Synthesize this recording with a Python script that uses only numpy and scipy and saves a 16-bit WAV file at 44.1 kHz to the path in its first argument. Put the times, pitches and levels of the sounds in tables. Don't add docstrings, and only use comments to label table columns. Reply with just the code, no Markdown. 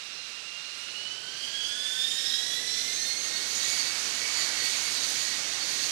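import sys
import numpy as np
from scipy import signal
from scipy.io import wavfile
from scipy.ndimage import uniform_filter1d

SR = 44100
rng = np.random.default_rng(int(sys.argv[2]) if len(sys.argv) > 2 else 0)


def put_to_file(sound):
    columns = np.atleast_2d(sound).T
    safe = np.clip(columns, -1, 1)
    whole_steps = np.round(safe * 32767)
    wavfile.write(sys.argv[1], SR, whole_steps.astype(np.int16))


N = 260631
HOP = 256

# time_s, first_row_blade_rate_hz
SHAFT_SPOOL = [(0.0, 1395.8), (0.5, 1396.6), (0.75, 1410.1), (1.0, 1464.0), (1.25, 1536.5), (1.5, 1617.6),
               (2.0, 1793.0), (2.5, 1964.7), (2.75, 2042.0), (3.0, 2115.9), (3.25, 2175.9), (3.5, 2220.5),
               (3.75, 2248.2), (4.0, 2258.3), (4.25, 2257.6), (5.0, 2240.4), (5.91, 2220.5)]
# time_s, fan_tone_sevenths
FAN_GEAR = [(0, 6.8), (3, 6.8), (5.9, 6.83)]
LOADS = [0, .5, 1]

STRONG_TONES = {"6": (-69.5, -63, -57.5, 0.1466), "7": (-67.5, -52, -57, 0.1045),
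                "12": (-85, -52, -60.5, 0.1219), "13": (-62.5, -46, -66.5, 0.12),
                "14": (-52.5, -43.5, -50, 0.1327), "19": (-63, -53.5, -56.5, 0.1146),
                "21": (-61.5, -56.5, -50, 0.1114), "fan": (-69.5, -62.5, -61.5, 0.1293)}
ROW_ONE_GLINTS = {"7": [(.93, 7), (1.35, 7), (1.54, 10.5), (1.67, -3), (1.8, 2), (1.97, 4), (2.41, 6),
                  (2.6, 2), (2.89, 10.5), (3.15, 9.5), (3.41, 10), (3.71, 14.5), (3.92, 13), (4.26, 16.5),
                  (4.45, 11), (4.66, 10), (4.86, 9), (5.33, 8)]}
THIRD_HARMONIC_GLINTS = {"21": [(.2, 12), (.67, 9.9), (.93, 7), (1.07, 9), (1.2, 8), (1.35, 10), (1.48, 12),
                         (1.65, 10), (1.85, 8), (2.2, 8), (2.41, 11), (2.56, 8), (2.71, 7.3), (2.96, 12),
                         (3.08, 8.3), (3.23, 11), (3.57, 12.4), (3.71, 13), (4.4, 11), (4.82, 5),
                         (5.22, 11), (5.66, 4.3), (5.85, 7.5)]}
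ROW_TWO_GLINTS = {"6": [(.76, 6), (1.7, 8), (1.83, 8.5), (1.97, 15.4), (2.31, 8.2), (2.43, 8.3),
                  (3.03, 11.6), (3.36, 12), (3.62, 12), (3.86, 11), (4.2, 11), (4.43, 10), (4.63, 18),
                  (5.1, 6), (5.31, 12.7), (5.8, 9)], "12": [(.93, 16), (1.11, 16), (2.08, 8.8),
                  (2.36, 14.5), (2.54, 17.2), (2.75, 12), (2.9, 9.8), (3.06, 14), (3.36, 19.4), (3.62, 23),
                  (3.86, 12), (4.43, 13), (4.78, 12), (4.99, 20.5), (5.24, 12), (5.6, 7.2)]}
SUM_TONE_GLINTS = {"13": [(.43, 7), (.94, 9.2), (1.45, 9.4), (1.65, 13.4), (2.02, 3.3), (2.3, 5.3),
                   (2.96, 17), (3.21, 10), (3.7, 22), (4.0, 7), (4.22, 12), (4.81, 8), (5.05, 17),
                   (5.41, 7.1), (5.77, 14)], "19": [(0, 9.8), (1.45, 9), (1.65, 13), (2.25, 12),
                   (2.37, 13.6), (2.72, 14), (2.84, 8), (3.02, 11), (3.5, 6.5), (3.68, 12), (4.0, 6.4),
                   (4.22, 8.6), (4.81, 11), (5.05, 12), (5.17, 6), (5.41, 11), (5.8, 8.7)]}
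# time_s, lift_db
SECOND_HARMONIC_GLINTS = [(.55, 9.3), (.7, 5.6), (.85, 3.4), (.93, 3), (1.06, 10), (1.19, 0), (1.48, 7.5),
                          (1.65, 9.8), (1.83, 9.3), (2.03, 13.2), (2.2, 5), (2.38, 8), (2.76, 2),
                          (3.08, 14), (3.23, 6), (3.37, 6.5), (3.51, 6), (3.7, 6), (3.79, 11), (3.92, 5.5),
                          (4.2, 4), (4.33, 5), (4.42, 11), (4.58, 6), (4.68, 13), (4.85, 6), (5.03, 6),
                          (5.24, 6.7), (5.66, 9.5), (5.85, 10.5)]
# time_s, lift_db
FAN_GLINTS = [(.81, 12), (1.26, 10), (1.74, 9.1), (2.15, 4.8), (2.3, 7), (2.45, 10), (2.58, 8), (2.72, 11),
              (3.05, 6), (3.36, 12), (3.75, 16), (4.29, 12), (4.63, 15), (4.86, 15.4), (5.31, 10),
              (5.56, 7.6), (5.75, 5.9)]
# time_s, share
SCATTER = [(0, 0.12), (1.9, 0.28), (2.3, 0.81), (2.8, 1.2), (3.1, 0.18), (3.6, 0.47), (5.9, 0.21)]
FAINT_SEVENTHS = [8, 15, 18, 20, 25, 26, 27, 28, 40, 32, 33, 35, 42]
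FAINT_LOADS = [0, .38, .65, 1]
FAINT_LEVELS = [(-71, -68, -65, -59), (-74, -63, -60, -55), (-64, -59, -57, -54), (-69, -56, -57, -60),
                (-66, -62, -61, -62), (-67, -52, -59, -65), (-74, -62, -67, -71), (-63, -56, -59, -65),
                (-80, -66, -69, -78), (-78, -63, -67, -78), (-78, -57, -61, -73), (-76, -63, -66, -71),
                (-77, -74, -75, -79)]
# pitch_sevenths, level_db
CORE_WHISTLES = [(7.64, -69), (17.56, -70), (19.75, -61)]

# frequency_hz, density_db_per_hz
INTAKE_SPECTRUM = [(1500, -31), (3000, -28), (4500, 4.5), (6000, 5), (7500, -7), (9000, -6), (11000, -23),
                   (13000, -50)]
INTAKE_DB = -50

# frequency_sevenths, density_db_per_hz
BLADE_SPECTRUM = [(2, -72), (3.5, -49), (5, -21.5), (6.8, -13.5), (7.6, -17.5), (10, -12), (13.6, -6),
                  (15, -8.5), (17, -10.5), (20.5, -5), (22, -15), (27.5, -14), (29, -19.5), (36, -23),
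                  (46, -34)]
# idle_db, half_load_db, full_load_db
BLADE_DB = (-43, -34.5, -33)
# time_s, lift_db
SURGES = [(.92, 2.5), (1.25, -1.5), (2.35, 1.5), (2.8, 2), (3.2, -3), (3.7, 1.5), (4.15, 0), (4.9, 1),
          (5.1, 1.5), (5.6, -4)]
SURGE_S = 0.22

# frequency_hz, density_db_per_hz
ROAR_SPECTRUM = [(15, -57), (25, -25), (96, 0), (146, -0.5), (477, 2), (517, 0), (840, -2.5), (941, -8),
                 (1200, -7), (1560, -2), (2640, -120)]
# idle_db, half_load_db, full_load_db
ROAR_DB = (-61, -59.5, -56)
THROTTLE_S, THROTTLE_RISE_S, THROTTLE_DB = 0.82, .08, 4

# frequency_hz, density_db_per_hz
HISS_SPECTRUM = [(3000, -66), (5500, 0), (7500, -3), (9000, -4.5), (10500, -7), (12000, -13), (13500, -17),
                 (15000, -21.5)]
# idle_db, half_load_db, full_load_db
HISS_DB = (-67.5, -50, -61)
# time_s, lift_db
GUSTS = [(.31, 5), (.79, 7), (.92, 4), (1.45, 3.5), (1.68, 2), (2.04, 0), (2.3, 3.5), (2.5, 3.5), (2.85, 4),
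         (3.07, 6), (3.23, -3), (3.33, 6), (3.57, 11), (3.72, 12), (4.39, 8), (4.5, 10), (4.69, 9.5),
         (5.1, 12), (5.23, 10), (5.4, -3), (5.6, 2), (5.72, 9), (5.82, 5.5), (5.91, 10)]
GUST_S, GUST_ON_BLADES = 0.092, 0.1

# time_s, level_db
JET_LEVEL = [(0, -48.5), (1.5, -50), (2.5, -47), (3.2, -41.5), (3.7, -37.5), (4.5, -35.5), (5.2, -37.5),
             (5.9, -36.5)]
# frequency_hz, density_db_per_hz
MIXING_SPECTRUM = [(200, -60), (600, -8), (1000, -3.5), (1600, 1), (3000, 3), (5000, 4), (7000, -1.5),
                   (9000, -8.5), (14000, -45)]

# time_s, lift_db
CRACKLES = [(1.45, 8), (2.06, 9), (2.34, 12), (2.45, 9), (2.55, 12), (2.9, 9), (3.08, 12), (3.5, 10),
            (3.72, 17), (4.39, 16), (4.48, 11), (4.65, 14), (4.83, 10), (5.23, 18), (5.75, 11)]
# idle_db, half_load_db, full_load_db
CRACKLE_DB = (-75, -67, -66)
CRACKLE_S = .045
# frequency_hz, density_db_per_hz
CRACKLE_SPECTRUM = [(7000, -40), (10000, -4), (11500, 2), (13500, -3), (15000, -5)]

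# time_s, slope_db_per_khz (above 11 kHz)
TOP_DULLNESS = [(0, -2.2), (.7, -2.4), (1.1, -3), (1.7, -1.6), (2.2, -.3), (5.9, 0)]
TOP_BANDS_HZ = [11700, 12400, 13100, 13800, 14450, 15050]
DROP_DB = -59.3


def amp(db):
    return 10 ** (np.asarray(db) / 20)


def curve(table, s):
    at, *columns = np.transpose(table)
    return [np.interp(s, at, column) for column in columns]


def at_load(load, levels_db):
    return np.interp(load, LOADS, levels_db)


def lifts(rows, s, half_s):
    return sum(db * np.maximum(1 - np.abs(s - at) / half_s, 0) for at, db in rows)


def walk(rate, size=N, per_s=SR):
    hold = max(int(per_s / rate), 1)
    steps = rng.standard_normal(size=4096)
    held = steps[np.arange(size) // hold % 4096]
    smooth = uniform_filter1d(uniform_filter1d(held, hold), hold)
    return smooth / np.std(smooth)


def tone(turns, db, hz, fade_db=4.0, blur=.6, blur_hz=129.8):
    drift = .55 * hz / 4000
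    steady = amp(db + fade_db * walk(75.)) * np.exp(1j * drift * walk(40.))
    eddies = (walk(blur_hz) + 1j * walk(blur_hz)) / np.sqrt(2)
    skirt = blur * amp(uniform_filter1d(db, SR // 8)) * eddies
    carrier = np.exp(2j * np.pi * (turns + rng.random()))
    return np.sqrt(2) * np.imag((steady + skirt) * carrier)


def noise(spectrum, db, unit_hz=0.97, swell_db=1., flicker_db=1.):
    hz, s, cells = signal.stft(rng.standard_normal(N), SR, nperseg=4 * HOP, noverlap=3 * HOP)
    unit = np.interp(s, np.arange(N) / SR, unit_hz * np.ones(N))
    place = np.log(np.maximum(hz, 1)[:, None] / unit)
    at, density_db = np.transpose(spectrum)
    gain = amp(np.interp(place, np.log(at), density_db))
    gain = gain / np.sqrt(np.mean(gain ** 2, axis=0))
    thirds = 3 * np.log2(np.maximum(hz, 20) / 20)
    flicker = np.array([walk(12., size=len(s), per_s=SR / HOP) for _ in range(int(thirds[-1]) + 2)])
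    low = thirds.astype(int)
    share = (thirds - low)[:, None]
    wander_db = flicker_db * ((1 - share) * flicker[low] + share * flicker[low + 1])
    wander_db = wander_db + swell_db * walk(22., size=len(s), per_s=SR / HOP)
    air = signal.istft(cells * gain * amp(wander_db), SR, nperseg=4 * HOP, noverlap=3 * HOP)[1][:N]
    return air * amp(db)


def strong_level(name, glints, s, load):
    *levels_db, half_s = STRONG_TONES[name]
    return at_load(load, levels_db) + lifts(glints, s, half_s)


def blade_whistles(s, turns, seventh_hz, load):
    glints = {**ROW_ONE_GLINTS, **THIRD_HARMONIC_GLINTS, **ROW_TWO_GLINTS, **SUM_TONE_GLINTS}
    out = np.zeros(N)
    for name in sorted(glints, key=int):
        k = int(name)
        db = strong_level(name, glints[name], s, load)
        out += tone(k * turns, db, k * seventh_hz, fade_db=2.2, blur=.4, blur_hz=150.)
    second_db = strong_level("14", SECOND_HARMONIC_GLINTS, s, load)
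    scatter = curve(SCATTER, s)[0]
    return out + tone(14 * turns, second_db, 14 * seventh_hz, fade_db=3., blur=scatter, blur_hz=260.)


def fan_whistle(s, seventh_hz, load):
    hz = curve(FAN_GEAR, s)[0] * seventh_hz
    turns = np.cumsum(hz) / SR
    db = strong_level("fan", FAN_GLINTS, s, load)
    return tone(turns, db, hz, blur=0.14) + tone(2 * turns, db - 2.5, 2 * hz, blur=0.43, blur_hz=86.6)


def faint_whistles(turns, seventh_hz, load):
    out = np.zeros(N)
    for k, levels_db in zip(FAINT_SEVENTHS, FAINT_LEVELS):
        db = np.interp(load, FAINT_LOADS, levels_db) - k / 40
        out += tone(k * turns, db, k * seventh_hz, fade_db=4., blur=.5)
    return out


def core_whistles(s, turns, seventh_hz):
    sink_db = np.interp(s, [1.2, 1.8], [0, -30])
    return sum(tone(k * turns, db + sink_db, k * seventh_hz, blur=.4) for k, db in CORE_WHISTLES)


def whine(s, seventh_hz, load):
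    turns = np.cumsum(seventh_hz) / SR
    out = blade_whistles(s, turns, seventh_hz, load)
    out += fan_whistle(s, seventh_hz, load)
    out += faint_whistles(turns, seventh_hz, load)
    return out + core_whistles(s, turns, seventh_hz)


def intake_rush():
    return noise(INTAKE_SPECTRUM, INTAKE_DB, swell_db=.6, flicker_db=1.5)


def blade_noise(s, seventh_hz, load, gust_db):
    db = at_load(load, BLADE_DB) + GUST_ON_BLADES * gust_db + lifts(SURGES, s, SURGE_S)
    return noise(BLADE_SPECTRUM, db - 4.0, unit_hz=seventh_hz, swell_db=0.72, flicker_db=0.4)


def engine_roar(s, load):
    throttle = np.clip((s - THROTTLE_S) / THROTTLE_RISE_S, 0, 1)
    db = at_load(load, ROAR_DB) + THROTTLE_DB * throttle
    stretch = np.interp(s, [1.8, 2.8], [1.25, 1.])
    return noise(ROAR_SPECTRUM, db + .5, unit_hz=stretch, swell_db=0.66, flicker_db=0.5)


def air_hiss(load, gust_db):
    return noise(HISS_SPECTRUM, at_load(load, HISS_DB) + gust_db + 5.5, swell_db=.8, flicker_db=1.)


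def jet_mixing(s):
    return noise(MIXING_SPECTRUM, curve(JET_LEVEL, s)[0], swell_db=.4, flicker_db=.7)


def jet_crackle(s, load):
    db = at_load(load, CRACKLE_DB) + lifts(CRACKLES, s, CRACKLE_S)
    return noise(CRACKLE_SPECTRUM, db, swell_db=2.5, flicker_db=1.5)


def scene():
    s = np.arange(N) / SR
    seventh_hz = curve(SHAFT_SPOOL, s)[0] / 7
    load = (seventh_hz - seventh_hz.min()) / np.ptp(seventh_hz)
    gust_db = lifts(GUSTS, s, GUST_S)
    air = engine_roar(s, load)
    air += blade_noise(s, seventh_hz, load, gust_db)
    air += jet_mixing(s)
    air += intake_rush()
    air += air_hiss(load, gust_db)
    air += whine(s, seventh_hz, load)
    air += jet_crackle(s, load)
    return np.array([np.zeros(N), 2 * air])


def record(dry):
    hz, s, cells = signal.stft(dry, SR, nperseg=2048, noverlap=1024)
    khz_above = np.maximum(hz / 1000 - 11, 0)
    cells *= amp(np.outer(khz_above, curve(TOP_DULLNESS, s)[0]))
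    power = np.abs(cells) ** 2
    for low, high in zip(TOP_BANDS_HZ, TOP_BANDS_HZ[1:]):
        band = (hz >= low) & (hz < high)
        kept = power[:, band].mean(axis=1) > amp(2 * DROP_DB) * power.sum(axis=1)
        cells[:, band] *= kept[:, None]
    cells[:, hz >= TOP_BANDS_HZ[-1]] = 0
    return signal.istft(cells, SR, nperseg=2048, noverlap=1024)[1][:, :N]


dry = scene()
out = record(dry)
put_to_file(out)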